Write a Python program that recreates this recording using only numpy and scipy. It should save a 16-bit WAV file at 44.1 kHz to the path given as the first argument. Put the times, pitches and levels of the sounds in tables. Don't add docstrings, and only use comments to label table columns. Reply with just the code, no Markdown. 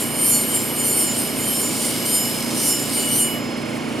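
import sys
import numpy as np
from scipy import signal
from scipy.fft import rfft, irfft
from scipy.io import wavfile
from scipy.ndimage import uniform_filter1d, map_coordinates

SR = 44100
rng = np.random.default_rng(int(sys.argv[2]) if len(sys.argv) > 2 else 0)


def to_wav(s):
    ch = np.atleast_2d(s).T
    pcm = np.round(np.clip(ch, -1, 1) * 32767)
    wavfile.write(sys.argv[1], SR, pcm.astype(np.int16))


N = 176400
TIME_S = np.arange(N) / SR
TURN_HZ = 29.11
LIFT_S, LIFT_DB_PER_S = 3.336, 200
STEP = 32

# pitch_hz, offset_db, decay_s (to fall 60 dB), curve_name
HOLDER_MODES = [ (2935,-1.5,.07,"low"),(3095,-20,.03,"press"),(4404,-24,.1,"press"),(4520,-24,.1,"press"),(5135,0,2,"long"),(5346,-27,.4,"press"),
                (5825,-27,.2,"press"),(5997,-28,.2,"press"),(7111,-.5,.33,"pair"),(7381,-8,.35,"pair"),(8122,-18,.4,"press"),(8639,-14,.2,"press"),
                (8701,-10,.2,"press"),(8897,-2,.25,"press"),(9228,-9,.2,"press"),(10492,-19,.3,"press"),(10637,-9,.35,"press"),(10842,-20,.3,"press"),
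                (11027,-13,.35,"press"),(11434,-6,.4,"high"),(11580,-4,.25,"high"),(12409,-16,.4,"press"),(12518,-5,.4,"high"),(12726,-11,.3,"press"),
                (12855,-18,.35,"press"),(13270,-7,.2,"high"),(13535,-18,.3,"press"),(14018,-23,.35,"press"),(14250,-13,.4,"high"),(15278,-17,.25,"high")]


def holder():
    # time_s, level_db
    pressure = [(0.0, -28), (0.11, -32.5), (0.26, -19.5), (0.42, -26), (0.45, -38), (0.49, -26.5),
                (0.53, -32), (0.55, -22), (0.6, -32), (0.68, -31), (0.73, -36.5), (0.8, -27), (0.83, -29),
                (0.87, -22.5), (0.95, -24.5), (0.98, -19.5), (1.03, -20.5), (1.11, -39), (1.19, -25),
                (1.35, -40), (1.38, -31), (1.64, -25.5), (1.74, -34), (1.87, -26.5), (2.04, -42),
                (2.06, -25), (2.15, -21), (2.23, -30), (2.51, -45), (2.58, -27), (2.71, -22), (2.77, -33.5),
                (2.9, -36.5), (2.97, -27), (3.09, -33), (3.13, -21.5), (3.22, -23), (3.38, -50)]
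    # time_s, level_db
    low_ring = [(0,-41.5),(2,-40.5),(2.1,-38),(2.22,-35),(2.5,-45.5),(2.68,-37),(2.95,-40),(3.12,-28),(3.18,-37),(3.3,-60)]
    long_ring = [(0,-46),(.8,-46.5),(1.1,-43),(2.03,-46),(2.15,-35.5),(2.5,-41),(2.7,-40.5),(3.1,-51),(3.2,-41.5),(3.52,-42.5),(4,-64)]
    pair_ring = [(0,-29),(.12,-44),(.2,-38),(.28,-32.5),(.34,-21),(.45,-39.5),(.58,-36),(.75,-47),(.79,-31),(.85,-40),
                 (.91,-27),(.96,-48),(.99,-30),(1.1,-30.5),(1.16,-37),(1.37,-48),(1.43,-32.5),(1.49,-43),
                 (1.63,-27.5),(1.73,-34),(1.85,-33),(2.02,-44),(2.18,-27.5),(2.44,-47),(2.6,-35.5),(2.7,-24.5),(2.91,-41),
                 (3.02,-31.5),(3.11,-41),(3.2,-29),(3.3,-40.5),(3.6,-53)]
    high_ring = [(0.0, -35), (0.14, -41), (0.3, -29), (0.52, -33), (0.95, -38), (1.1, -47), (1.58, -32.5),
                 (1.64, -46), (1.97, -39), (2.1, -29), (2.37, -38), (2.57, -49), (2.7, -31), (2.87, -45),
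                 (3.18, -33), (3.3, -37.5)]
    # middle_s, half_length_s, pitch_hz, level_db
    squeals = [(0.303,.05,10637,-21.5),(.32,0.055,5997,-35.5),(0.318,.05,11027,-25),(.35,0.051,5346,-37),(0.364,0.087,4404,-34),
               (.48,0.053,11580,-30),(.53,0.085,3095,-38),(0.573,.05,7381,-30),(0.844,.05,3095,-37),(.86,.04,5997,-39),
               (0.925,0.15,4404,-40),(0.99,.1,5346,-38),(1.5,0.07,3095,-34),(1.54,0.09,11600,-31),(1.597,0.093,5346,-38),
               (2.7,0.045,5346,-33),(2.692,0.054,11027,-25),(3.162,0.06,5997,-36),(3.192,.05,10637,-20)]
    lift = lift_db()
    curves = {"press": curve(pressure) + lift, "low": curve(low_ring) + lift,
              "high": curve(high_ring) + lift, "long": curve(long_ring), "pair": curve(pair_ring)}
    contact = undb(lift[::STEP])
    pitches = np.array([mode[0] for mode in HOLDER_MODES])
    boost_db, flicker_db = 1, 2.44
    out = 0
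    for hz, offset_db, decay_s, curve_name in HOLDER_MODES:
        push = undb(offset_db + boost_db + curves[curve_name][::STEP])
        for middle_s, half_s, squeal_hz, squeal_db in squeals:
            if pitches[np.argmin(np.abs(pitches - squeal_hz))] == hz:
                push = np.maximum(push, undb(squeal_db) * swell(middle_s, half_s)[::STEP])
        flicker = flicker_db * wander(rate_hz=23.97)[::STEP] * contact
        out = out + ringing_mode(hz, decay_s, 20 * np.log10(push) + flicker)
    return out


def ringing_mode(hz, decay_s, drive_db):
    friction = resonate(rng.standard_normal(N), hz, width_hz=118)
    ring = resonate(friction, hz, width_hz=.5 * np.log(1000) / np.pi / decay_s)
    fall_db = 60 * TIME_S[::STEP] / decay_s
    held_db = np.maximum.accumulate(drive_db + fall_db) - fall_db
    evenness, window_s = .9, .025
    power = uniform_filter1d(np.abs(ring[::STEP]) ** 2, int(window_s * SR / STEP)) + 1e-6
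    gain = undb(held_db) / power ** (evenness / 2)
    return np.sqrt(2) * ring.imag * np.repeat(gain, STEP)[:N]


def scrape():
    # time_s, lower_db, upper_db
    levels = [(0,-41,-27),(.11,-50,-54),(.29,-48,-34),(.45,-42.5,-39),(.56,-45,-33),(.73,-47,-42),(.87,-50,-37),(1.2,-41.5,-35),
              (1.35,-45,-41),(1.6,-42.5,-35.5),(1.85,-39,-33),(2.0,-38,-39.5),(2.26,-43,-36.5),(2.5,-39,-37.5),(2.63,-42,-36),(2.86,-43.5,-35.5),
              (3.0,-43,-34),(3.19,-40.5,-37),(3.3,-56,-52)]
    # pitch_hz, relative_db
    lower_colour = [(500,-25),(1500,-21),(2500,-14),(3050,2),(3600,1.5),(4600,3.5),(5500,4),(6600,1),(8000,-2.5),(10000,-13),(15000,-37)]
    upper_colour = [(4000,-12),(7000,-17.5),(8200,2),(9000,4.5),(9900,-2.5),(11000,4),(12000,-15),(12800,1),(14000,-11),(15600,-18)]
    # middle_s, half_length_s, pitch_hz, level_db
    bites = [(1.823,0.15,5140,-35.5),(2.65,0.1,5700,-31),(2.976,0.082,4660,-34)]
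    grains = grit()
    lower = colour(grains, lower_colour) * undb(curve(levels, column=1) + 4)
    upper = colour(grains, upper_colour) * undb(curve(levels, column=2) + 3.3)
    out = lower + upper
    for middle_s, half_s, hz, db in bites:
        rasp = resonate(resonate(grit(), hz, width_hz=1300), hz, width_hz=1300).real
        out += np.sqrt(2) * rasp * undb(db) * swell(middle_s, half_s)
    return out * undb(lift_db())


def grit():
    hits_per_s, size_spread_db, chatter_db = 20000, -1.8, 2
    hits = rng.random(N) < hits_per_s / SR
    sizes = rng.standard_normal(N) * undb(size_spread_db * np.minimum(rng.exponential(size=N), 5))
    return unit(hits * sizes * undb(chatter_db * wander(rate_hz=341.4)))


def lift_db():
    return -LIFT_DB_PER_S * np.maximum(TIME_S - LIFT_S, 0)


def last_squeal():
    # time_s, level_db
    levels = [(3.17,-60),(3.19,-28),(3.29,-31),(3.39,-34.5),(3.44,-66)]
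    sounding = (TIME_S > levels[0][0]) & (TIME_S < levels[-1][0])
    tone = np.sqrt(2) * np.sin(2 * np.pi * HOLDER_MODES[0][0] * TIME_S)
    return tone * undb(curve(levels)) * sounding


def bench_spill(sound):
    # pitch_hz, gain_db
    spill_gain = [(1000,0),(3000,-8.5),(5300,-7),(7100,-16),(9000,-25),(12000,-44)]
    delay_samples = 800
    delay_and_phase = np.exp(2j * np.pi * (np.arange(N // 2 + 1) * delay_samples / N + rng.random()))
    spill = irfft(rfft(sound) * undb(by_frequency(spill_gain)) * delay_and_phase, N)
    return sound + np.outer([1, -1], spill)


def grinder():
    # pitch_hz, likeness (0 to 1)
    likeness = [(60,.97),(130,0.49),(290,0.87),(640,0.42),(1410,0.76),(3100,0.46),(7000,0.98),(15000,1)]
    # pitch_hz, gain_db
    balance = [(60,-2),(200,-2.5),(380,-3),(650,-5.5),(1290,-3),(2380,-3),(4400,-1.5),(8000,0)]
    # pitch_hz, phase_rad
    left_lead = [(30,.25),(70,0.21),(130,0.32),(260,0.67),(860,0.77),(1120,1),(2070,0.52),(4000,0.36),(8000,0.06)]
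    speed_hz = TURN_HZ * (1 + 0.001504 * wander(rate_hz=3))
    turns = np.cumsum(speed_hz) / SR
    tones = hum(turns)
    alike = np.sqrt(np.clip(by_frequency(likeness), 0, 1))
    middle = rfft(wheel_noise(turns)) * np.sqrt((1 + alike) / 2) + rfft(tones + bearing(turns))
    side = rfft(wheel_noise(turns)) * np.sqrt((1 - alike) / 2)
    sign = np.array([[1], [-1]])
    gain = undb(sign * by_frequency(balance) / 2)
    phase = np.exp(.5j * sign * by_frequency(left_lead))
    return irfft((middle + sign * side) * gain * phase, N)


def hum(turns):
    # cycles_per_turn, level_db
    shaft_tones = [(1,-59.5),(2,-60),(3,-52),(4,-51),(5,-41.5),(6,-46),(7,-45),(8,-34.5),(9,-36.5),(12,-53.5),(13,-46.5)]
    # pitch_hz, level_db
    motor_tones = [(106,-56),(120,-43.5),(212,-43.5),(320,-42.5),(841,-52.5)]
    tones = [(per_turn * TURN_HZ, per_turn * turns, db) for per_turn, db in shaft_tones]
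    tones += [(hz, hz * TIME_S, db) for hz, db in motor_tones]
    out = 0
    for hz, cycles, db in tones:
        waver_db = 1.5 * min(hz / 228, 1) * wander(rate_hz=9)
        out = out + np.sqrt(2) * undb(db + waver_db) * np.sin(2 * np.pi * (cycles + rng.random()))
    return out


def bearing(turns):
    # place_in_turn (0 to 1), half_length_s, pitch_hz, level_db
    chirps = [(0.74,.005,2170,-36.5),(.47,.006,2280,-39.5),(0.32,0.0067,4300,-45.5)]
    waver_hz, scatter_db = 33.88, 2
    out = 0
    for place, half_s, hz, db in chirps:
        from_peak_s = ((turns - place + .5) % 1 - .5) / TURN_HZ
        pitch_hz = hz + waver_hz * wander(1 / half_s)
        tone = np.sqrt(2) * np.sin(2 * np.pi * np.cumsum(pitch_hz) / SR)
        pulses = np.exp(-(from_peak_s / half_s) ** 2)
        out = out + tone * pulses * undb(db + scatter_db * wander(TURN_HZ))
    return out


def wheel_noise(turns):
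    # pitch_hz, relative_db
    rumble_colour = [(25,-38),(42,-45),(60,-39),(90,-26),(125,-7),(185,-5),(225,1),(300,2),(400,-1.5),(500,-5),(600,-3.5),(750,-9.5),(1050,-10),(1300,-13.5),(1700,-15.5),(2400,-14.5),(3000,-13),(3600,-23),(6000,-23.5),(14000,-71)]
    hiss_colour = [(3000,3),(6000,-9),(9000,4),(11500,-2),(14000,-14)]
    rumble_db, repeat_share, hiss_db, flicker_db = -28, 0.12, -41.5, 3
    bumps = rng.standard_normal(1514)
    repeating = unit(map_coordinates(bumps, [turns % 1 * len(bumps)], order=1, mode="grid-wrap"))
    roughness = np.sqrt(repeat_share) * repeating + np.sqrt(1 - repeat_share) * rng.standard_normal(N)
    rumble = colour(roughness, rumble_colour) * undb(rumble_db)
    hiss = colour(rng.standard_normal(N), hiss_colour)
    return rumble + hiss * undb(hiss_db + flicker_db * wander(rate_hz=60))


def undb(db):
    return 10 ** (np.asarray(db) / 20)


def unit(sound):
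    return sound / np.sqrt(np.mean(np.abs(sound) ** 2))


def curve(rows, column=1):
    rows = np.array(rows, float)
    return np.interp(TIME_S, rows[:, 0], rows[:, column])


def by_frequency(rows):
    rows = np.array(rows, float)
    hz = np.arange(N // 2 + 1) * SR / N
    return np.interp(np.log(hz + 1), np.log(rows[:, 0]), rows[:, 1])


def colour(sound, rows):
    return unit(irfft(rfft(sound) * undb(by_frequency(rows)), N))


def swell(middle_s, half_s):
    return np.exp(-((TIME_S - middle_s) / half_s) ** 2)


def wander(rate_hz):
    size = max(int(SR / rate_hz), 1)
    steps = np.repeat(rng.standard_normal(N // size + 1), size)[:N]
    return unit(uniform_filter1d(steps, size))


def resonate(sound, hz, width_hz):
    return unit(signal.lfilter([1], [1, -np.exp((2j * hz - width_hz) * np.pi / SR)], sound))


def scene():
    return bench_spill(scrape() + holder() + last_squeal()) + grinder()


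def record(dry):
    top_hz = 15650
    return signal.sosfilt(signal.ellip(10, .1, 80, top_hz, fs=SR, output="sos"), dry)


dry = scene()
out = record(dry)
to_wav(out)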